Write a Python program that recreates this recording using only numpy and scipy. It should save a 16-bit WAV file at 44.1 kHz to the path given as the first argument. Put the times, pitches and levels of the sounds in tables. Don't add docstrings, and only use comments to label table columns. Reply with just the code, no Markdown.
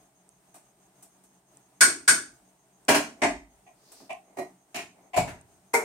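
import sys
import numpy as np
from scipy import signal
from scipy.fft import rfft, irfft
from scipy.io import wavfile
from scipy.ndimage import uniform_filter1d

SR = 44100
rng = np.random.default_rng(int(sys.argv[2]) if len(sys.argv) > 2 else 0)


def digitize_waveform(pressure):
    field = np.atleast_2d(pressure).T
    bounded = np.clip(field, -1, 1)
    quanta = np.round(bounded * 32767).astype(np.int16)
    wavfile.write(sys.argv[1], SR, quanta)


N = 257828
SIZE = 32768


def amp(db):
    return 10 ** (np.asarray(db) / 20)


def evened(x):
    return x / np.sqrt(np.mean(x ** 2) + 1e-20)


def read(points, hz):
    f, value = np.transpose(points)
    return np.interp(np.log(hz + 1), np.log(f + 1), value)


def add(mix, start_s, sound):
    part = mix[:, round(start_s * SR):][:, :sound.shape[1]]
    part += sound[:, :part.shape[1]]


def two_ports(z, hz):
    same = .95 / (1 + (hz / 830) ** 3)
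    mid = z[0] * np.sqrt(1 + same)
    side = z[1] * np.sqrt(1 - same)
    return np.array([mid + side, mid - side])


def noise(colour):
    hz = np.fft.rfftfreq(N, 1 / SR)
    diffuse = two_ports(rfft(rng.standard_normal((2, N))), hz)
    return evened(irfft(diffuse * amp(read(colour, hz)), N))


def wander(rate_hz):
    slow = np.fft.rfftfreq(N, 1 / SR) < rate_hz
    return evened(irfft(rfft(rng.standard_normal(N)) * slow, N))


def causal(db):
    cepstrum = irfft(db * np.log(10) / 20)
    one_sided = np.r_[1, np.full(SIZE // 2 - 1, 2), 1, np.zeros(SIZE // 2 - 1)]
    return np.exp(rfft(cepstrum * one_sided))


# centre_hz, width_hz, gain_db
STANDING_WAVES = [(50.4, 6, 4.5), (183, 5, 9), (194, 10, -6.5), (264, 27, 4.5), (310, 8.8, -4),
                  (512.4, 37, -10)]


def standing_db(hz):
    return sum(db * np.exp(-.5 * ((hz - f) / width) ** 2) for f, width, db in STANDING_WAVES)


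# band_hz, t60_s
KITCHEN_DECAY = [(55, 0.85), (160, 0.48), (420, 0.34), (1500, 0.305), (7000, 0.315), (14000, 0.22)]


def kitchen(count):
    early, early_s = .76, .026
    build_s, direct = .0023, 1.3
    t, hz = np.arange(SIZE) / SR, np.fft.rfftfreq(SIZE, 1 / SR)
    centres, t60s = np.transpose(KITCHEN_DECAY)
    bands = [read(np.c_[centres, one], hz) for one in np.eye(len(centres))]
    early_boost = 1 + early * np.exp(-(t / early_s) ** 2)
    decays = np.exp(-np.log(1000) * t / t60s[:, None]) * early_boost
    standing, paths = standing_db(hz), []
    for _ in range(count):
        taps = rng.standard_normal((2, SIZE)) * (1 - np.exp(-t / build_s))
        taps[0, 8] += direct
        z = rfft(taps)
        z = rfft(sum(irfft(z * band) * decay for band, decay in zip(bands, decays)))
        power = uniform_filter1d(abs(z) ** 2, size=45)
        level = causal(standing - 10 * np.log10(power + 1e-12))
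        paths.append(two_ports(z * level, hz))
    return paths


def overtones_db(hz):
    depth_db, from_hz = 5.4, 1100
    comb = uniform_filter1d(rng.standard_normal(len(hz)), size=40)
    comb = uniform_filter1d(comb, size=40)
    return depth_db * np.tanh(evened(comb)) * hz ** 2 / (hz ** 2 + from_hz ** 2)


def ringing(modes, swell_s):
    flutter = .2
    t = np.arange(SIZE) / SR
    mode_hz, _, t60 = np.transpose(modes)
    waves = np.exp(np.outer(2j * np.pi * mode_hz - np.log(1000) / t60, t))
    waves = waves * (1 - np.exp(-t / swell_s))
    waver = signal.resample(rng.standard_normal((len(modes), 32)), SIZE, axis=1)
    return waves * (1 + flutter * waver)


def blows(rows, colour, modes, ring_db, damp_db_per_s=0, swell_s=.0099):
    bass_hz, treble_hz = 480, 3000
    t, hz, out = np.arange(SIZE) / SR, np.fft.rfftfreq(SIZE, 1 / SR), np.zeros((2, N))
    low_cut_db = 10 * np.log10(1 / (1 + (46 / (hz + 1)) ** 14) + 1e-4)
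    fade = np.clip(8 * (1 - t / t[-1]) - .5, 0, 1)
    body = causal(read(colour, hz) + low_cut_db + overtones_db(hz))
    mode_hz, mode_db, _ = np.transpose(modes)
    waves = ringing(modes, swell_s)
    for (start_s, db, bass_db, treble_db), path in zip(rows, kitchen(len(rows))):
        crack = evened(irfft(body * path))
        phases = two_ports(np.exp(2j * np.pi * rng.random((2, len(modes)))), mode_hz)
        ring = evened(((phases * amp(mode_db)) @ waves).real)
        bass = bass_db / (1 + (hz / bass_hz) ** 4)
        treble = treble_db * (1 - 1 / (1 + (hz / treble_hz) ** 2))
        sound = irfft(rfft(crack + amp(ring_db) * ring) * causal(bass + treble))
        sound = sound * fade * amp(-damp_db_per_s * t)
        attack = np.sqrt(np.mean(sound[:, :SIZE // 32] ** 2))
        add(out, start_s, sound / attack * amp(db))
    return out


# kind, start_s, landing_db, edge_db (against landing), edge_to_landing_s, bass_db, treble_db
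KNOCK_EVENTS = [("tap", .541, -54, 1, .012, -4, -2), ("rap", 1.807, -14, 1.5, .008, -1, 1),
                ("rock", 1.858, -37, -4, .01, 0, 0), ("rap", 2.077, -18, 4.5, .007, -.5, .5),
                ("rock", 2.1, -38.5, -3, .012, 0, 0), ("clatter", 2.882, -17.3, -2.5, .0055, -2, 1.5),
                ("clatter", 2.9, -23, -1, .008, 2, -3), ("clatter", 2.944, -26, 5, .012, -4, 3.5),
                ("knock", 3.218, -20.8, -1, .014, -5.5, -1), ("nudge", 3.664, -57, -1, .008, 8, -4),
                ("nudge", 4.093, -34.5, -7, .009, 6, .5), ("thud", 4.369, -31, -7, .015, 2, 1.5),
                ("lift", 4.744, -33, -3, .012, 0, 3), ("lift", 4.779, -39.5, -3, .012, 0, 0),
                ("graze", 5.133, -32, -2, .008, -1, 1.5), ("rattle", 5.162, -38, 3, .005, -6, 10),
                ("bump", 5.164, -18.3, -8, .008, .5, -2.5), ("rattle", 5.274, -41.5, -1, .009, -3, -5),
                ("set down", 5.734, -18.3, -10, .0035, -2, 4), ("set down", 5.843, -21, 1.5, .004, 15, 11)]


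def contacts(kind):
    edge_bass_db, edge_treble_db = -3.5, -1.5
    rock_gaps, rock_db = 2.1, -12
    rows = []  # start_s, level_db, bass_db, treble_db
    for name, start_s, db, edge_db, gap_s, bass_db, treble_db in KNOCK_EVENTS:
        if name == kind:
            landing_s = start_s + gap_s
            rows += [(start_s, db + edge_db, bass_db + edge_bass_db, treble_db + edge_treble_db),
                     (landing_s, db, bass_db, treble_db),
                     (landing_s + rock_gaps * gap_s, db + rock_db, bass_db, treble_db)]
    return rows


# pitch_hz, level_db (per Hz)
AIR_COLOUR = [(25, -31.5), (60, -13), (90, -28), (136, -4), (160, -21), (184, 1.5), (215, -16), (280, -10),
              (440, -12), (500, -23), (650, -8.5), (1300, -20.5), (2050, -23.5), (4500, -29.5), (7100, -24),
              (7850, -26), (8400, -15.5), (9400, -26), (15500, -32.5)]


def air():
    level_db, waver_db = -64, -1.4
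    return amp(level_db + waver_db * wander(6)) * noise(AIR_COLOUR)


def whistle():
    level_db, centre_hz, width_hz, throb_hz = -75, 6430, 220, 6.8
    hz = np.fft.rfftfreq(N, 1 / SR)
    tone_band = np.exp(-.5 * ((hz - centre_hz) / width_hz) ** 2)
    tone = irfft(rfft(rng.standard_normal((2, N))) * tone_band, N)
    throb_band = np.exp(-.5 * (hz - throb_hz) ** 2)
    throb = evened(irfft(rfft(rng.standard_normal(N)) * throb_band, N))
    return amp(level_db) * evened(tone * (1 + np.tanh(2 * throb)))


# start_s, level_db
DRY_TICKS = [(.291, -46.5), (1.571, -45.5), (2.851, -49), (4.131, -44.5), (5.412, -47.5)]


def ticks():
    centre_hz, width_hz, peak_s = 8200, 1900, .0006
    t, out = np.arange(512) / SR, np.zeros((2, N))
    hz = np.fft.rfftfreq(len(t), 1 / SR)
    band = 1 / (1 + ((hz - centre_hz) / width_hz) ** 2) ** 2
    envelope = t / peak_s * np.exp(1 - t / peak_s)
    for start_s, db in DRY_TICKS:
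        fizz = irfft(rfft(rng.standard_normal((2, len(t)))) * band)
        add(out, start_s, amp(db) * evened(fizz) * envelope)
    return out


# start_s, level_db, bass_db, treble_db
LIGHT_TOUCHES = [(1.024, -51.5, 0, 11), (1.235, -60, 8, 5), (3.917, -51.5, -12, 4), (4.001, -54, 8, -12)]
# pitch_hz, level_db
TOUCH_TONE = [(59, -50), (100, -20), (321, -3), (500, -9), (700, 0), (1400, -15), (4500, -22), (8550, -9),
              (15800, -25)]
# pitch_hz, level_db, t60_s
SPOON_MODES = [(1090, -10, .24), (1365, -13, .27), (1457, 0, .22), (1497, -8, .33), (1548, -3, .22),
               (1610, -2, .2), (1682, -9, .32), (1732, -13, .32), (2290, -12, .24), (4296, -11, .29),
               (4538, -15, .28), (7763, -11, .22), (8086, -9, .2), (8325, -7, .28), (8372, -4, .29),
               (8557, -6, .26), (8770, -4, .25)]


def light_touches():
    rows = LIGHT_TOUCHES + contacts("tap")
    return blows(rows, TOUCH_TONE, SPOON_MODES, ring_db=-22, damp_db_per_s=30)


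# pitch_hz, level_db
RAP_TONE = [(45, -31), (280, -19), (950, -20), (1130, -11), (1260, -18), (1460, -2), (1640, -4.5),
            (1830, -13), (2300, -10.5), (3200, -22), (4500, -14), (7500, -12), (8600, -2.5), (9800, -16),
            (15500, -36)]


def spoon_raps():
    return blows(contacts("rap"), RAP_TONE, SPOON_MODES, ring_db=-3, swell_s=.005)


# pitch_hz, level_db
ROCKING_TONE = [(50, -19), (100, -25), (330, 1), (1200, -24), (4000, -45)]
# pitch_hz, level_db, t60_s
STOVE_MODES = [(291, 0, .3), (409, 0, .25), (630, -.5, .26), (958, -6, .26), (1092, -8, .26),
               (1665, -8, .22), (2589, -12, .21)]


def pot_rocking():
    return blows(contacts("rock"), ROCKING_TONE, STOVE_MODES, ring_db=-12)


# pitch_hz, level_db
CLATTER_TONE = [(40, -39), (242, -11.5), (289, -8.5), (410, -9.5), (526, -6), (627, -6), (1060, -16),
                (1170, -21), (1620, -12), (2700, -18), (3300, -25), (8460, -24), (15800, -41)]


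def spoon_put_down():
    return blows(contacts("clatter"), CLATTER_TONE, STOVE_MODES, ring_db=-5)


# start_s, length_s, level_db
SOFT_SLIDES = [(3.145, 0.15, -57), (4.2, 0.3, -61), (4.92, 0.22, -60)]
# pitch_hz, level_db
THUD_TONE = [(60, -35), (180, -10.5), (370, -2.5), (480, -9), (680, 1.5), (850, -5.5), (1600, -24),
             (2100, -13), (3200, -34.5), (8000, -27.5), (15500, -40)]


def slides():
    catch_db, catch_hz = -1, 40
    t = np.arange(N) / SR
    stroke = sum(amp(db) * np.sin(np.pi * np.clip((t - start_s) / length_s, 0, 1))
                 for start_s, length_s, db in SOFT_SLIDES)
    return stroke * evened(amp(catch_db * wander(catch_hz))) * noise(THUD_TONE)


# pitch_hz, level_db
KNOCK_TONE = [(40, -8), (60, -12.5), (114, -22), (268, -2), (410, -5), (501, -16.5), (612, -3), (1060, -13),
              (1350, -22), (2080, -7), (2600, -18.5), (3270, -25.5), (4700, -28.5), (8460, -25.5),
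              (15800, -58)]
# pitch_hz, level_db, t60_s
PAN_MODES = [(291, 1, .19), (619, -3, .28), (694, -1.5, .26), (1045, -9, .2), (1630, -9, .22),
             (2046, -3, .14), (2030, -15, .42), (2075, -15, .36), (2130, -8, .13)]


def pan_knock():
    return blows(contacts("knock"), KNOCK_TONE, PAN_MODES, ring_db=-3.5, damp_db_per_s=10)


# pitch_hz, level_db
NUDGE_TONE = [(60, -41), (520, -22), (715, 4.5), (850, -14), (1030, -11), (1350, -36), (2300, -15),
              (3000, -24), (3800, -36), (8500, -37), (15500, -56)]
# pitch_hz, level_db, t60_s
LID_MODES = [(690, 0, .1), (765, -7, .12), (1916, -13, .2), (2365, -11, .15), (2439, -11, .22),
             (2676, -14, .28), (2945, -16, .2)]


def lid_nudged():
    return blows(contacts("nudge"), NUDGE_TONE, LID_MODES, ring_db=-5, damp_db_per_s=80, swell_s=.004)


# time_s, level_db
SLEEVE_STROKE = [(3.76, -78), (3.87, -62), (3.98, -56), (4.05, -60), (4.16, -82)]
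# pitch_hz, level_db (per Hz)
CLOTH_COLOUR = [(150, -14), (300, 0), (680, 0), (1300, -13), (3000, -11), (4900, 1), (7000, -7),
                (15500, -16)]


def rustle():
    grain_db, grain_hz = 1, 90
    time_s, db = np.transpose(SLEEVE_STROKE)
    stroke = amp(np.interp(np.arange(N) / SR, time_s, db, left=-np.inf, right=-np.inf))
    return stroke * evened(amp(grain_db * wander(grain_hz))) * noise(CLOTH_COLOUR)


# pitch_hz, level_db, t60_s
COUNTER_LID_MODES = [(372, 0, .17), (570, -3, .15), (636, -4, .14), (700, -1, .15), (1912, -12, .2),
                     (2420, -17, .15), (4080, -22, .17)]


def lid_thud():
    return blows(contacts("thud"), THUD_TONE, COUNTER_LID_MODES, ring_db=2, damp_db_per_s=40)


# pitch_hz, level_db
LIFT_TONE = [(35, -59.5), (60, -23), (270, -8), (426, -5), (501, -19), (680, -4), (1240, -16), (2450, -7),
             (3000, -11), (3400, -19), (8820, -20), (15800, -37.5)]


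def lid_lifted():
    return blows(contacts("lift"), LIFT_TONE, LID_MODES, ring_db=-4, damp_db_per_s=25)


# pitch_hz, level_db, t60_s
HELD_LID_MODES = [(632, -5, .16), (718, 0, .13), (1000, -14, .12), (2290, -17, .18), (7400, -23, .24)]


def lid_grazed():
    return blows(contacts("graze"), NUDGE_TONE, HELD_LID_MODES, ring_db=-6, damp_db_per_s=40)


# pitch_hz, level_db
BUMP_TONE = [(40, -19), (125, -6), (179, -5), (225, -17), (526, -7), (660, 1), (1330, -24), (1850, -23),
             (2300, -11.5), (3400, -29), (4880, -26), (6110, -32), (7280, -20), (15800, -46)]


def lid_bumped():
    bump = blows(contacts("bump"), BUMP_TONE, HELD_LID_MODES, ring_db=-1.5, damp_db_per_s=15, swell_s=.003)
    rattle = blows(contacts("rattle"), CLATTER_TONE, HELD_LID_MODES, ring_db=-14)
    return bump + rattle


# pitch_hz, level_db
SETDOWN_TONE = [(60, -53), (180, -21.5), (310, -15.5), (455, 2), (560, -10), (800, -7), (930, -10),
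                (1100, -15), (1750, -18.5), (2150, -7), (2800, -33), (5000, -31.5), (8600, -24.5),
                (15500, -39)]
# pitch_hz, level_db, t60_s
POT_MODES = [(458, .5, .19), (614, -12, .3), (937, -5, .22), (1427, -14, .23), (2094, -10, .18),
             (2304, -11, .18), (8565, -26, .4)]


def lid_set_down():
    return blows(contacts("set down"), SETDOWN_TONE, POT_MODES, ring_db=-1.5)


def scene():
    room = air() + whistle() + ticks()
    spoon = spoon_raps() + pot_rocking() + spoon_put_down()
    cookware = slides() + pan_knock()
    lid = lid_nudged() + lid_thud() + lid_lifted() + lid_grazed() + lid_bumped() + lid_set_down()
    return room + light_touches() + spoon + cookware + rustle() + lid


def record(dry):
    edge_hz = 15900
    rounded = dry / (1 + dry ** 6) ** (1 / 6)
    low_pass = signal.firwin(511, edge_hz, window=("kaiser", 9), fs=SR)
    return signal.oaconvolve(rounded, low_pass[None], "same")


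dry = scene()
out = record(dry)
digitize_waveform(out)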